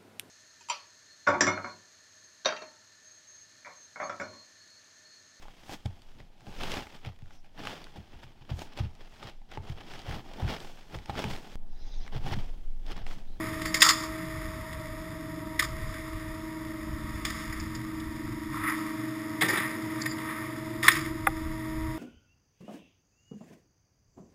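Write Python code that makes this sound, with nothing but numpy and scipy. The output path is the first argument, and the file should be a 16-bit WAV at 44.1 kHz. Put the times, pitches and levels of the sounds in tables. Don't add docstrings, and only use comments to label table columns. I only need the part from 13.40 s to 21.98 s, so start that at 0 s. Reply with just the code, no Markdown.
import sys
import numpy as np
from scipy import signal
from scipy.fft import rfft, irfft, next_fast_len
from scipy.io import wavfile

SR = 44100
rng = np.random.default_rng(int(sys.argv[2]) if len(sys.argv) > 2 else 0)


def generate_wav(signal):
    frames = np.transpose(np.atleast_2d(signal))
    scaled = np.clip(frames, -1, 1) * 32767
    pcm = np.round(scaled).astype(np.int16)
    wavfile.write(sys.argv[1], SR, pcm)


N = 378378


def from_db(db):
    return 10 ** (np.asarray(db) / 20)


def rms_one(x):
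    return x / np.sqrt(np.mean(x ** 2) + 1e-20)


def in_time(rows):
    s, *columns = np.transpose(rows)
    return [np.interp(np.arange(N) / SR, s, c) for c in columns]


def drift(rate_hz):
    r = np.exp(-2 * np.pi * rate_hz * 40 / SR)
    noise = rng.standard_normal(N // 40 + 2002)
    slow = signal.lfilter([1], [1, -2 * r, r * r], noise)[2000:]
    return np.interp(np.arange(N) / 40, np.arange(len(slow)), rms_one(slow))


def coloured(points):
    size = next_fast_len(N)
    hz, level_db = np.transpose(points)
    grid = np.maximum(np.arange(size // 2 + 1) * SR / size, 1)
    shape = from_db(np.interp(np.log(grid), np.log(hz), level_db, left=-90, right=-90))
    spectrum = rfft(rng.standard_normal(size)) * shape
    return rms_one(irfft(spectrum, size)[:N])


def resonate(x, modes):
    out, power = 0, 0
    for k, (hz, width, level_db) in enumerate(modes):
        r = np.exp(-np.pi * width / SR)
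        b = (1 - r * r) / 2 * np.array([1, 0, -1])
        a = [1, -2 * r * np.cos(2 * np.pi * hz / SR), r * r]
        ring = signal.lfilter(b, a, signal.lfilter(b, a, x))
        out = out + (-1) ** k * from_db(level_db) * ring
        power += from_db(2 * level_db) * np.pi * width / (2 * SR)
    return out / np.sqrt(power)


# (time [s], level [dB])
RUMBLE = [(0, -39.5), (.3, -44.5), (1.5, -47.5), (3.5, -48), (5.3, -47), (6.4, -41.5), (7.3, -43.5),
          (7.8, -47.5), (8.58, -46)]
# (frequency [Hz], relative level per Hz [dB])
FRAME = [(40, -61), (100, 4.5), (130, 3.5), (170, -9), (250, -0.5), (330, 3.5), (380, -8), (550, -15.5),
         (640, -10), (810, -22), (950, -2.5), (1200, -46)]


def rumble():
    level_db = in_time(RUMBLE)[0] + 0.61 * drift(5.1)
    return from_db(level_db) * coloured(FRAME)


# (time [s], level [dB])
WIND = [(0, -42.5), (.85, -48), (.95, -37), (1.5, -44), (1.8, -49.5), (2.1, -46), (2.3, -38.5),
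        (2.49, -34.5), (2.56, -46), (2.85, -41.5), (3.05, -48), (3.4, -48), (3.5, -37), (4.1, -43.5),
        (4.22, -36.5), (4.5, -49), (4.6, -43.5), (5.2, -44), (5.3, -55), (5.55, -59), (6.6, -63),
        (7.2, -55), (7.5, -54), (7.65, -41), (7.78, -46), (7.9, -37), (8.1, -38), (8.22, -48),
        (8.41, -35.5), (8.58, -47)]
# (frequency [Hz], relative level per Hz [dB])
BUFFET = [(8.8, -30), (15, 2.5), (65, 6.5), (129, -2), (193, -12.5), (210, -12), (225, -23), (260, -57),
          (340, -55), (570, -120)]
LUMPS_DB, LUMPS_HZ = 2, 10


def wind():
    level_db = in_time(WIND)[0] + LUMPS_DB * drift(LUMPS_HZ)
    return from_db(level_db) * coloured(BUFFET)


SHAFT_HZ = 22.687
# (time [s], level [dB])
MESH = [(0, -38.5), (.7, -41.5), (1.05, -45), (1.28, -59), (1.6, -46.5), (2.15, -43.5), (2.4, -57),
        (2.65, -42), (3.2, -40), (3.9, -47.5), (4.5, -38), (4.95, -43), (5.45, -36), (6.15, -40),
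        (6.5, -36), (7.1, -42), (7.6, -37.5), (8.58, -37)]
# (time [s], level [dB])
BELOW_MESH = [(0, -54), (.5, -73), (.8, -51), (1.1, -61), (2, -45), (2.6, -61), (3.5, -49), (4.5, -51),
              (4.8, -44), (6, -43), (6.2, -45), (6.4, -50), (8, -54), (8.58, -71)]
# (time [s], level [dB])
OCTAVE = [(0, -45), (2.6, -50), (3.45, -54.5), (3.75, -59), (4, -53), (4.35, -67), (4.8, -57), (5.1, -65),
          (5.7, -50), (6, -54.5), (6.35, -50.5), (6.8, -55.5), (7.25, -47.5), (7.8, -54.5), (8.58, -50)]
# (time [s], level [dB])
THIRD = [(0, -62), (.7, -52), (1.05, -70), (1.3, -56), (1.75, -59), (2.15, -49.5), (2.55, -67), (3.15, -52),
         (3.45, -63), (3.75, -55), (4.1, -60), (5.2, -55), (5.45, -48.5), (5.8, -62), (6.1, -48),
         (6.45, -57), (7.6, -55.5), (8.58, -49.5)]
MESH_ORDERS = (14, 13, 28, 42)
# (multiple of shaft speed, mean level [dB], swing [dB])
FAINT_TONES = [(12, -65, 5), (15, -61, 7.5), (27, -66, 6.5)]
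# (time [s], level [dB])
SECOND_WHEEL = [(0, -53), (2.4, -66), (2.7, -59), (3.6, -46.5), (7.3, -47), (7.7, -51), (8.58, -50)]
SECOND_WHEEL_HZ, SECOND_WHEEL_WANDER = 222.6, 0.39
# (frequency [Hz], phase wander [radians], start level [dB], end level [dB], swing [dB])
FRAME_TONES = [(171.5, 2.6, -51.5, -60, 3.5), (124.6, 2.9, -56, -48.5, 4.5)]


def gearbox():
    turn = 2 * np.pi * np.arange(N) / SR
    shaft = SHAFT_HZ * turn + 0.044 * drift(0.94)
    mesh_curves = (MESH, BELOW_MESH, OCTAVE, THIRD)
    tones = [(k, in_time(rows)[0]) for k, rows in zip(MESH_ORDERS, mesh_curves)]
    tones += [(k, mean_db + swing_db * drift(0.99)) for k, mean_db, swing_db in FAINT_TONES]
    out = np.zeros(N)
    for k, level_db in tones:
        out += from_db(level_db + 0.86 * drift(3.6)) * np.sin(k * shaft)
    wheel = np.sin(SECOND_WHEEL_HZ * turn + SECOND_WHEEL_WANDER * drift(3.8))
    out += from_db(in_time(SECOND_WHEEL)[0] + 1.2 * drift(11)) * wheel
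    for hz, wander, start_db, end_db, swing_db in FRAME_TONES:
        level_db = np.linspace(start_db, end_db, N) + swing_db * drift(3.4)
        out += from_db(level_db) * np.sin(hz * turn + wander * drift(3.93))
    return np.sqrt(2) * out


# (time [s], level [dB])
KNOCK = (7.869, -2)
# (frequency [Hz], level before the soft onset [dB], time to fall 60 dB [s])
KNOCK_MODES = [(528, -21.5, 0.052), (798, -9.5, 0.047), (1211.4, -2, 0.024), (1433, -5, 0.026),
               (1690, -5, 0.02), (2020, 0.5, 0.015), (2430, -5.5, 0.013), (3480, -16, 0.016)]


def knock():
    after, out = np.arange(SR // 10) / SR, np.zeros(N)
    ring = np.zeros(len(after))
    for hz, level_db, t60 in KNOCK_MODES:
        ring += from_db(level_db - 60 * after / t60) * np.sin(2 * np.pi * hz * after)
    soft_onset = 1 - np.exp(-after / 0.003)
    at = round(KNOCK[0] * SR)
    out[at:at + len(after)] = from_db(KNOCK[1]) * ring * soft_onset
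    return out


# (start [s], end [s], start pitch [Hz], end pitch [Hz], level [dB], roughness [dB])
SQUEAKS = [(0.24, 0.312, 4500, 4730, -45, 3), (0.43, 0.508, 4570, 4580, -27, -2),
           (0.503, 0.53, 4360, 4350, -32, -2), (6.606, 6.644, 5030, 4900, -48, 9.5),
           (6.637, 6.748, 4930, 4800, -43, 3.5)]
SQUEAK_WOBBLE = .3


def squeaks():
    out, flutter, wobble = np.zeros(N), drift(70), drift(140)
    for start, end, start_hz, end_hz, level_db, rough_db in SQUEAKS:
        at = np.arange(round(start * SR), round(end * SR))
        phase = 2 * np.pi * np.cumsum(np.linspace(start_hz, end_hz, len(at))) / SR
        phase += SQUEAK_WOBBLE * rough_db * wobble[at]
        fade = signal.windows.tukey(len(at), .4)
        out[at] += from_db(level_db + rough_db * flutter[at]) * fade * np.sin(phase)
    return out


def zone_gains(level_db, *zone_db):
    return from_db(level_db + np.array([0, *zone_db])[:, None])


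# (time [s], level [dB])
WHIRR = [(0, -41), (.3, -45), (.75, -45), (1.3, -48.5), (2.05, -51.5), (2.5, -46.5), (3.1, -50.5),
         (3.5, -50), (3.75, -47), (4.2, -46.5), (4.4, -49.5), (5, -49.5), (5.5, -45.5), (5.9, -47.5),
         (6.5, -45), (7.3, -48), (8.58, -48.5)]
# (mean level [dB], share of the body's swing in dB)
WHIRR_ZONES = [(-49.5, 0.85), (-58, 0.86), (-57, 0.82)]
GRAINS_PER_S, CLATTER_SHARE = 900, 0.17


def whirr():
    body_db, = in_time(WHIRR)
    swing_db = body_db - body_db.mean()
    levels_db = [body_db] + [mean_db + share * swing_db for mean_db, share in WHIRR_ZONES]
    sizes = from_db(4.0 * np.minimum(rng.exponential(1, N), 5)) * rng.choice([-1, 1], N)
    grains = rms_one(sizes * (rng.random(N) < GRAINS_PER_S / SR))
    hiss = rng.standard_normal(N)
    mix = np.sqrt(1 - CLATTER_SHARE) * hiss + np.sqrt(CLATTER_SHARE) * grains
    return mix * from_db(levels_db)


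# (start [s], loudest [s], end [s], body level [dB],
# low body against the body [dB], jingle against the body [dB])
SLIDES = [(0.348, 0.475, 0.71, -41, 4.5, 3), (2.196, 2.23, 2.3, -48, 0, -6),
          (3.854, 3.963, 4.15, -46.5, -3, -3), (5.096, 5.162, 5.23, -44, 4.5, -12),
          (5.16, 5.295, 5.36, -33.5, -2, -22), (5.283, 5.364, 5.55, -44, 1.5, -10),
          (6.03, 6.114, 6.2, -35, -6.5, -11), (6.095, 6.194, 6.4, -33, -5.5, -17.5),
          (6.533, 6.63, 6.76, -42.5, -9, -16), (6.744, 6.887, 7.22, -41, -3.5, -20),
          (7.424, 7.503, 7.74, -34.5, -5, -9)]
UPPER_DB, UPPER_FOLLOWS = -5.5, 0.56


def slides():
    drive = np.zeros((4, N))
    scrape = rng.standard_normal(N) * from_db(1.84 * drift(60))
    for start, loudest, end, body_db, low_db, jingle_db in SLIDES:
        swell = np.interp(np.arange(N) / SR, [start, loudest, end], [0, 1, 0])
        upper_db = UPPER_DB + UPPER_FOLLOWS * jingle_db
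        drive += zone_gains(body_db, low_db, upper_db, jingle_db) * swell * scrape
    return drive


# (time [s], peak of the crack in the body zone [dB], then against the body: thud [dB],
# low body [dB], upper ring [dB], jingle [dB]; last the chatter's drive, before its envelope [dB])
CLACKS = [(.216, -31.5, -15, -8, -5, -5.5, -12), (.2547, -26.5, -14, -6.5, -10, -4, -11.5),
          (.3428, -18.5, -16, -11, -8.5, -1.5, -12), (.4067, -25.5, -30, -24, -9, 7, -21),
          (.4193, -7.5, -30, -22, 0.5, -2, -26), (.4236, -14.5, -37, -1.5, -2.5, 2.5, -7.5),
          (.4485, -22, -20, 4.5, -8, 7, -7), (.4632, -21, -20, 7, -9, -3, -22),
          (.4889, -17, -20, -2.5, -1.5, 3.5, -10), (.5064, -22, -25, -1, -14, -2, -14.5),
          (.6329, -39, -10, 8.5, -6, 4, -11.5), (1.3285, -36.5, -7, -7, -5.5, -8, -20),
          (2.1934, -15.5, -38, -13, -7.5, -8, -15.5), (2.223, -30, -12, 5.5, -4, 3, -16),
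          (2.5401, -40, -20, -19, -11, -10, -6), (3.8503, -25, -14, -7.5, -3, -1.5, -12.5),
          (3.9008, -31, -7, -5, -6, -3, -14), (4.1238, -34.5, -13, -12, -25, -10, -8),
          (4.1984, -40, -26, -17, -18, 1, -11), (4.3494, -47.5, -18, -8, -2, 8.5, -10),
          (4.5994, -48, -10, -4, 2, 2, -18), (5.2773, -33, -28, -15, -37, -29, -5),
          (5.2956, -33, -14, -1, -22, -12, -6.5), (6.0103, -23, -14, -16, -7.5, -11.5, -4.5),
          (6.0197, -20, -5, -8.5, -9.5, -15, -4), (6.0855, -30.5, -4, -8, -14, -7.5, 2),
          (6.1275, -26, -5, -10, -20, -19, -13), (6.1554, -26, -5.5, -16, -16, -18, -11),
          (6.1724, -25.5, -6, -20, -6.5, -21, -5.5), (6.6586, -22.5, -31, -11, -10, -13, -22),
          (6.7814, -37, -5, -10, -4.5, -17, -9), (7.4291, -22.5, -18, -11, -9, -12, -10.5),
          (7.4404, -29, -12, 0.5, -7, -7, 1), (7.4816, -0.5, -33, -9, -7, -14.5, -19.5),
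          (7.5158, -26, -16, -6, -9, -5, -3)]
CRACK_S, CHATTER_T60_S = .002, 0.26


def clacks():
    drive = np.zeros((5, N))
    bounces = from_db(2.2 * drift(77))
    after = np.arange(SR // 3) / SR
    swing = after / CRACK_S
    hump = (swing / 2 * np.exp(1 - swing / 2)) ** 2
    tail = (1 - np.exp(-swing / 2)) * from_db(-60 * after / CHATTER_T60_S)
    for s, peak_db, thud_db, *zone_db, chatter_db in CLACKS:
        noise = rng.standard_normal(len(after))
        at = round((s - .003) * SR)
        span = slice(at, at + len(after))
        crack = noise * hump
        crack = crack / np.abs(resonate(crack[:SR // 40], BODY_MODES)).max()
        burst = crack + from_db(chatter_db) * noise * tail * bounces[span]
        drive[:, span] += zone_gains(peak_db, *zone_db, thud_db) * burst
    return drive


# (frequency [Hz], width [Hz], relative level [dB])
BODY_MODES = [(1561, 132, -5), (1846, 230, 3), (2080, 302, -1.5), (2280, 497, -7)]
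LOW_MODES = [(1114, 290, -0.32), (1306, 250, -1.7)]
UPPER_MODES = [(2863, 1380, -8), (3552, 440, 3), (4010, 340, -8.5)]
JINGLE_MODES = [(4240, 105, -15), (4655, 330, -7), (4910, 156, -3), (5223, 434, -3), (5595, 1150, -18)]
THUD_MODES = [(180, 40, -1), (340, 107, 4), (491, 64, -8), (560, 73, -8.5), (828, 240, -5)]


def poles():
    drive = clacks()
    drive[:4] += whirr() + slides()
    zones = BODY_MODES, LOW_MODES, UPPER_MODES, JINGLE_MODES, THUD_MODES
    return sum(resonate(x + 1e-18, modes) for x, modes in zip(drive, zones))


def scene():
    return (rumble() + wind() + gearbox() + knock() + squeaks() + poles())[None]


LIMIT_DB, RELEASE_DB_PER_S = -2.5, 66


def limiter(x):
    ramp = RELEASE_DB_PER_S * np.arange(N) / SR
    over_db = np.maximum(20 * np.log10(np.abs(x) + 1e-9) - LIMIT_DB, 0)
    held_db = np.maximum.accumulate(over_db + ramp, axis=1) - ramp
    lag = np.exp(-1 / (0.0083 * SR))
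    return x * from_db(-signal.lfilter([1 - lag], [1, -lag], held_db))


HELD_HZ, OUT_HZ = 12000, 48000
CUTOFF_HZ = 15350


def record(dry):
    low = signal.resample_poly(limiter(dry), HELD_HZ // 300, SR // 300, axis=1)
    rounded = low / (1 + (low / .9) ** 4) ** .25
    held = np.repeat(rounded, OUT_HZ // HELD_HZ, axis=1)
    out = signal.resample_poly(held, SR // 300, OUT_HZ // 300, axis=1)[:, :N]
    out = np.pad(out, ((0, 0), (0, N - out.shape[1])))
    top_cut = signal.ellip(14, .2, 90, CUTOFF_HZ, fs=SR, output="sos")
    return signal.sosfilt(top_cut, out)


dry = scene()
out = record(dry)
generate_wav(out)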